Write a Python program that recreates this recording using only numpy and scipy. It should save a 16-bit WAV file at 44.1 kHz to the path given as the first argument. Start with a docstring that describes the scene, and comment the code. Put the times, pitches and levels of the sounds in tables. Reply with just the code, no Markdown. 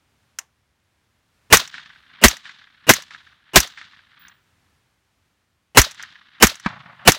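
"""On a dirt range, a suppressed carbine fires seven single shots a few metres from a phone that overloads.
Each shot is a brief swell, a blast of gas with a low thump, then the steel bolt slamming home.
Dirt banks, a scrubby hillside and rock faces throw the sound back. The safety, sling and trigger click,
spent brass rings, and another gun fires once further off, all over a faint hiss of open air."""
import sys
import numpy as np
from scipy import signal
from scipy.fft import rfft, irfft
from scipy.io import wavfile

SR = 44100
rng = np.random.default_rng(int(sys.argv[2]) if len(sys.argv) > 2 else 0)


def master(y):
    """Save y as 16-bit WAV."""
    cut = np.clip(np.atleast_2d(y).T, -1, 1)
    pcm = np.round(cut * 32767)  # scale
    wavfile.write(sys.argv[1], SR, pcm.astype(np.int16))


N = 316638
SHORT = np.arange(SR // 5) / SR  # 0.2 seconds of time, for quick sounds
LONG = np.arange(3 * SR // 2) / SR  # 1.5 seconds, for sounds that linger


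def undb(db):
    """Turn decibels (dB) into a number to multiply by."""
    return 10 ** (np.asarray(db) / 20)


def add(out, s, x):
    """Mix the sound x into out, starting at s seconds."""
    i = int(s * SR)
    out[i:i + len(x)] += x[:max(N - i, 0)]


def fade(t, t60):
    """Die away smoothly, dropping 60 dB in t60 seconds."""
    return np.exp(-np.log(1000) * t / t60)


def bell(centre_s, spread_s):
    """A smooth rise and fall around centre_s."""
    return np.exp(-.5 * ((SHORT - centre_s) / spread_s) ** 2)


def wander(t, step):
    """A random level that glides to a new value every step seconds."""
    knots = np.arange(0, t[-1] + step, step)
    return np.interp(t, knots, rng.standard_normal(len(knots)))


def noise(t, tone):
    """Noise as long as t, of strength 1; the (Hz, dB) rows of tone say how strong each pitch is."""
    hz, db = np.transpose(tone)
    f = np.maximum(np.fft.rfftfreq(len(t), 1 / SR), 1)
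    gain = undb(np.interp(np.log(f), np.log(hz), db))
    bass_cut = np.minimum(f / hz[0], 1) ** 2
    shaped = irfft(rfft(rng.standard_normal(len(t))) * gain * bass_cut, len(t))
    return shaped / shaped.std()


def resonate(x, hz, width_hz):
    """Keep the part of x near one pitch, so that it rings."""
    return signal.lfilter(*signal.iirpeak(hz, hz / width_hz, fs=SR), x)


def pitched_noise(hz, width_hz):
    """A short noise gathered around one pitch, of strength 1."""
    band = resonate(rng.standard_normal(len(SHORT)), hz, width_hz)
    return band / band.std()


# The tone of the open air. Each row: frequency in Hz, relative level in dB.
AIR_TONE = [(30, -21.5), (50, -7), (82, -1), (180, -10.5), (250, -12), (460, -18.5), (620, -17.5),
            (1400, -17), (1700, -17), (3300, -21.5), (9300, -30.5), (16000, -37.5)]


def still_air(db=-68.5, waver_db=-2.4):
    """Faint open-air hiss and rumble, wavering slowly."""
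    t = np.arange(N) / SR
    waver = wander(t, .25)
    return noise(t, AIR_TONE) * undb(db + waver_db * waver)


# The notes at which the gun's moving parts ring. Each row: pitch in Hz, width in Hz, level in dB.
STEEL_NOTES = [(1337.3, 350, -1.5), (1900, 320, 6.5), (2765, 600, -3), (5980, 740, 5), (6110, 940, -1.5),
               (6955, 410, -1.5), (8635, 1300, -12.5), (12100, 2100, -12)]


def steel(t60, ring_db, ring_t60, rise_s, raw_db, low_hz=800):
    """Steel parts chatter for a moment and ring; parts this small give off no bass."""
    contact = rng.standard_normal(len(SHORT))
    body = sum(undb(db) * resonate(contact, hz, width) for hz, width, db in STEEL_NOTES)
    body += undb(raw_db) * contact
    decay = fade(SHORT, t60) + undb(ring_db) * fade(SHORT, ring_t60)
    knock = body / body.std() * np.minimum(SHORT / rise_s, 1) * decay
    return signal.sosfilt(signal.butter(2, low_hz, "high", fs=SR, output="sos"), knock)


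def click(db, contact_hz=19000, softening=0.38, tail_db=-35):
    """A small steel click, duller the lighter it is, with a faint dull tail off the ground."""
    top_hz = contact_hz * undb(softening * db)
    snap = steel(t60=0.026, ring_db=-32, ring_t60=0.16, rise_s=0.00019, raw_db=-13)
    snap = signal.sosfilt(signal.butter(1, top_hz, fs=SR, output="sos"), snap)
    tail = undb(tail_db) * pitched_noise(hz=1000, width_hz=700) * fade(SHORT, 0.23)
    return undb(db) * (snap + tail)


# Clicks from handling the gun. Each row: start in seconds, level in dB.
HANDLING_CLICKS = [(0.4136, -42), (0.3869, -15.5), (4.2823, -36.5), (5.9162, -30), (5.946, -36.5),
                   (6.0259, -27), (6.598, -31.5)]


def safety_and_sling():
    """The safety lever and the metal parts of the sling click."""
    out = np.zeros(N)
    for s, db in HANDLING_CLICKS:
        add(out, s, click(db))
    return out


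# The seven shots. Each row: start in seconds, levels in dB of the blast, the gas push, the gulp and
# the thump, then seconds until the thump and seconds until the trigger resets.
CARBINE_SHOTS = [(1.5260, 12, 4, -13, -20, 0.0307, 0.15), (2.2380, 8.5, 2.5, -3.5, -2.5, 0.019, 0.13),
                 (2.8919, 6, .5, -8.5, -22, .0092, 0.1303), (3.5582, 7.5, -4.5, -9.5, -6, 0.0187, 0.1157),
                 (5.7721, 11, 5.5, -5.5, -1.5, .022, .139), (6.4248, 7, -2, -5, -8.5, 0.02, .130),
                 (7.0753, 5.5, -0.5, -7, -21, 0.019, .13)]


def carbine(full_blast_db=10.5, echo_follow=0.64, bolt_follow=.45, move_s=4.6, move_delay_s=0.0072):
    """Each shot blasts, thumps and echoes; the bolt closes and the trigger resets as the finger lets go."""
    out = np.zeros(N)
    strewn = boulders()  # every shot meets the same ones
    for s, blast_db, push_db, gulp_db, thump_db, thump_s, reset_s in CARBINE_SHOTS:
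        swell = lead_in(ring_hz=2790 + 28 * s)  # the ring climbs a little as the firing goes on
        add(out, s - len(swell) / SR, swell)
        add(out, s, muzzle(blast_db, push_db, gulp_db))
        add(out, s + thump_s, undb(thump_db) * thump())
        excess_db = blast_db - full_blast_db  # a louder blast makes the echoes and the bolt louder
        echo_gain = undb(echo_follow * excess_db)
        add(out, s, echo_gain * dirt_banks())
        add(out, s, echo_gain * travel(brush()))
        # between the two groups of shots the position shifts, so the path to the rocks grows
        detour_s = move_delay_s * (s > move_s)
        add(out, s + detour_s, echo_gain * undb(0.44) * travel(rock_faces(strewn)))
        add(out, s, ground_roll())
        add(out, s + .0443, undb(bolt_follow * excess_db) * bolt())  # it takes the same time every shot
        add(out, s + reset_s, click(db=-29))
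    return out


# The tone of the swell before each shot. Each row: frequency in Hz, relative level in dB.
SWELL_TONE = [(90, -8.5), (160, 1.5), (450, -0.5), (1000, -7), (2300, -9.5), (2800, -4), (3400, -17),
              (7000, -20), (16000, -28)]


def lead_in(ring_hz, lead_s=.024, end_db=-17, climb_db=17, ring_db=-4):
    """A brief ringing swell leads into each crack."""
    t = SHORT[SHORT < lead_s]
    rush = noise(SHORT, SWELL_TONE)[:len(t)]
    ring = undb(ring_db) * np.sin(2 * np.pi * ring_hz * t)
    return (rush + ring) * undb(end_db - climb_db * (1 - t / lead_s))


# The tones of the blast, the gas push and the gulp. Each row: frequency in Hz, relative level in dB.
BLAST_TONE = [(70, -9.5), (150, -4), (400, -11), (1000, -6), (1400, -3), (1900, 2), (3000, -4),
              (4800, -6.5), (6300, -4.5), (9800, -14.5), (13000, -10.5), (16000, -16)]
PUSH_TONE = [(80, -12), (300, -2.5), (600, 1), (1100, -1), (2000, -7.5), (4000, -23), (16000, -47)]
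GULP_TONE = [(70, -7), (115, 1), (170, -5), (270, -5.5), (420, -16), (1000, -49)]


def muzzle(blast_db, push_db, gulp_db, blast_t60=0.077, push_s=.016, rise_s=0.0009):
    """A sharp blast dies away while the suppressor empties: a rough push of gas sinks to a low gulp."""
    blast = undb(blast_db) * noise(SHORT, BLAST_TONE) * fade(SHORT, blast_t60)
    push = undb(push_db) * noise(SHORT, PUSH_TONE) * np.exp(-(SHORT / push_s) ** 4)
    swell = bell(centre_s=.015, spread_s=0.005)
    gulp = noise(SHORT, GULP_TONE) * swell
    gulp *= undb(gulp_db) * np.sqrt(np.sum(swell ** 2) / np.sum(gulp ** 2))  # sets its energy exactly
    return (blast + push + gulp) * np.minimum(SHORT / rise_s, 1)


# The tone of the low roll. Each row: frequency in Hz, relative level in dB.
ROLL_TONE = [(60, -4.5), (200, 1), (600, -10.5), (2000, -46.5)]


def ground_roll(db=-30.0, t60=0.18):
    """The low part of the shot rolls away over the ground."""
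    return undb(db) * noise(LONG, ROLL_TONE) * fade(LONG, t60)


def thump(hz=55, t60=0.075, low_hz=30):
    """The gas cloud collapses: a suction, then a few low swings of pressure."""
    swings = -np.sin(2 * np.pi * hz * SHORT) * fade(SHORT, t60)
    return signal.sosfilt(signal.butter(1, low_hz, "high", fs=SR, output="sos"), swings)


def bolt():
    """The steel bolt slams shut and sets the gun's parts ringing."""
    return undb(-7.5) * steel(t60=0.028, ring_db=-21.0, ring_t60=.07, rise_s=0.00032, raw_db=-21)


# The empty cases. Each row: start in seconds, level in dB.
SPENT_CASES = [(1.571, -55.5), (3.60, -57), (4.195, -53.5)]


def spent_brass(hz=15200, t60=.42, shimmer_db=4.0):
    """An empty brass case rings thinly and unevenly as it tumbles."""
    out = np.zeros(N)
    ring = np.sin(2 * np.pi * hz * LONG) * fade(LONG, t60)
    for s, db in SPENT_CASES:
        tumble = wander(LONG, .012)
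        add(out, s, undb(db + shimmer_db * tumble) * ring)
    return out


# The tone of the echo off the dirt banks. Each row: frequency in Hz, relative level in dB.
BANK_TONE = [(100, -14), (500, -9.5), (1400, 3.5), (2200, -2), (4000, 5), (6500, -4.5), (8500, -15),
             (16000, -19)]


def dirt_banks(delay_s=.075, wash_t60=0.173):
    """The nearest dirt banks return a bright, smeared slap with a short wash and a hollow knock."""
    slap = undb(-27) * bell(delay_s, spread_s=0.003)
    wash = undb(-29) * np.minimum(SHORT / delay_s, 1) * fade(np.maximum(SHORT - delay_s, 0), wash_t60)
    bright = noise(SHORT, BANK_TONE) * (slap + wash)
    knock = undb(-38) * pitched_noise(hz=590, width_hz=64) * bell(centre_s=0.0956, spread_s=0.0042)
    return bright + knock


# Brushy ground that scatters the shot: range floor, hillside, ridge and the country beyond. Each row:
# delay of the peak in seconds, level in dB, seconds to build up by 60 dB, seconds to fade by 60 dB.
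BRUSHY_SLOPES = [(0.056, -29.5, 0.33, 0.35), (.232, -39, 0.23, 0.75), (.705, -41.5, 0.78, .45),
                 (0.37, -53.5, 0.03, 2.9)]


def terrain(delay):
    """How strong the echo is at each delay: every slope builds up to its peak and dies away."""
    power = 0
    for peak_s, db, build_s, t60 in BRUSHY_SLOPES:
        build = fade(np.maximum(peak_s - delay, 0), build_s)
        decay = fade(np.maximum(delay - peak_s, 0), t60)
        power += (undb(db) * build * decay) ** 2
    return np.sqrt(power)


# The tone of the echo off the brush. Each row: frequency in Hz, relative level in dB.
BRUSH_TONE = [(70, -11), (150, -3.5), (280, -6), (450, -14.5), (750, -9), (1100, -1.5), (1700, 4.5),
              (2500, -0.5), (3600, 7), (5000, -0.5), (7000, -4), (10000, -9.5), (16000, -11.5)]


def brush(grain_db=3.5):
    """Many small things on the hillside each send a little back, blurring into one grainy echo."""
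    patches = wander(LONG, .005)
    return noise(LONG, BRUSH_TONE) * terrain(LONG) * undb(grain_db * patches)


def travel(echo, air_db_per_s=38, air_hz=6000, ground_db=11, ground_hz=470):
    """The later an echo, the more air has soaked up its treble and soft ground cancelled its low mids."""
    f, t, frames = signal.stft(echo, SR, nperseg=512)
    f = np.maximum(f, 1)[:, None]
    air_loss = air_db_per_s * t * (f / air_hz) ** 2
    ground_loss = ground_db * np.minimum(t / 0.2, 1) * np.exp(-2 * np.log2(f / ground_hz) ** 2)
    return signal.istft(frames * undb(-air_loss - ground_loss), SR)[1][:len(echo)]


# The large rock faces on the hillside. Each row: echo delay in seconds, level in dB.
ROCK_ECHOES = [(.2148, -26.5), (.223, -30), (.2544, -25.5), (.268, -35), (.375, -37), (.432, -40.5)]
# The tone of an echo off rock. Each row: frequency in Hz, relative level in dB.
ROCK_TONE = [(150, -13), (600, -18.5), (1100, -5), (1700, 6), (2400, -5), (3600, -5), (5000, -10),
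             (8000, -14), (16000, -21)]


def rock_faces(boulder_echoes, rise_s=0.0022):
    """Each distant rock face or boulder returns one short slap with a hollow pitch."""
    out = np.zeros(N)
    for s, db in ROCK_ECHOES + boulder_echoes:
        hollow = undb(-2) * pitched_noise(hz=1680, width_hz=300) * fade(SHORT, 0.025)
        slap = undb(-3.5) * noise(SHORT, ROCK_TONE) * fade(SHORT, 0.04)
        add(out, s, undb(db) * (slap + hollow) * np.minimum(SHORT / rise_s, 1))
    return out[:len(LONG)]


def boulders(count=16, near_s=.29, far_s=.8, over_brush_db=5.5, spread_db=3):
    """Boulders lie at random over the slopes. Each row: echo delay in seconds, level in dB."""
    place, size = rng.uniform(size=(count, 2)).T
    delay = near_s + (far_s - near_s) * (np.arange(count) + place) / count
    db = 20 * np.log10(terrain(delay)) + over_brush_db + spread_db * (2 * size - 1)
    return list(zip(delay, db))


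# The tones of the far gun's crack and its long roll. Each row: frequency in Hz, relative level in dB.
FAR_CRACK_TONE = [(70, -12), (180, 26), (300, 6), (480, -17), (1100, 19), (1800, 15), (3000, -1),
                  (7000, -11.5), (16000, -58)]
FAR_ROLL_TONE = [(40, -41), (100, 2), (160, 11.5), (250, -7), (400, -21), (700, 1.5), (1100, 5), (2000, 0),
                 (4000, -16.5), (8000, -41), (16000, -62)]


def far_gun(s=6.6611, bounce_s=0.00289, boom_hz=170, grain_db=5.5, air_hz=5500):
    """A shot further along the range: crack, ground bounce, boom and a long, lumpy roll off the hills."""
    out = np.zeros(N)
    crack = undb(-10.5) * noise(SHORT, FAR_CRACK_TONE) * fade(SHORT, 0.038)
    bounce = undb(-16.5) * noise(SHORT, FAR_CRACK_TONE) * fade(SHORT, 0.04)
    boom = undb(-14.5) * np.sin(2 * np.pi * boom_hz * SHORT) * fade(SHORT, 0.032)
    lumps = undb(grain_db * wander(LONG, .008))
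    decay = undb(-37.0) * fade(LONG, 0.43) + undb(-47.0) * fade(LONG, 7.6)
    add(out, s, crack)
    add(out, s + bounce_s, bounce + boom)
    add(out, s, noise(LONG, FAR_ROLL_TONE) * lumps * decay)
    # the long path takes off the treble, and the boom has no deep bass
    return signal.sosfilt(signal.butter(2, [45, air_hz], "band", fs=SR, output="sos"), out)


def scene():
    """All the sounds meet at one microphone."""
    return (carbine() + safety_and_sling() + spent_brass() + far_gun() + still_air())[None]


def record(dry, top_hz=16000):
    """The phone overloads, flattening the peaks of the blasts, and cuts the highest treble."""
    clipped = np.clip(dry, -1, 1)
    return signal.sosfilt(signal.ellip(8, .2, 70, top_hz, fs=SR, output="sos"), clipped)


dry = scene()
out = record(dry)
master(out)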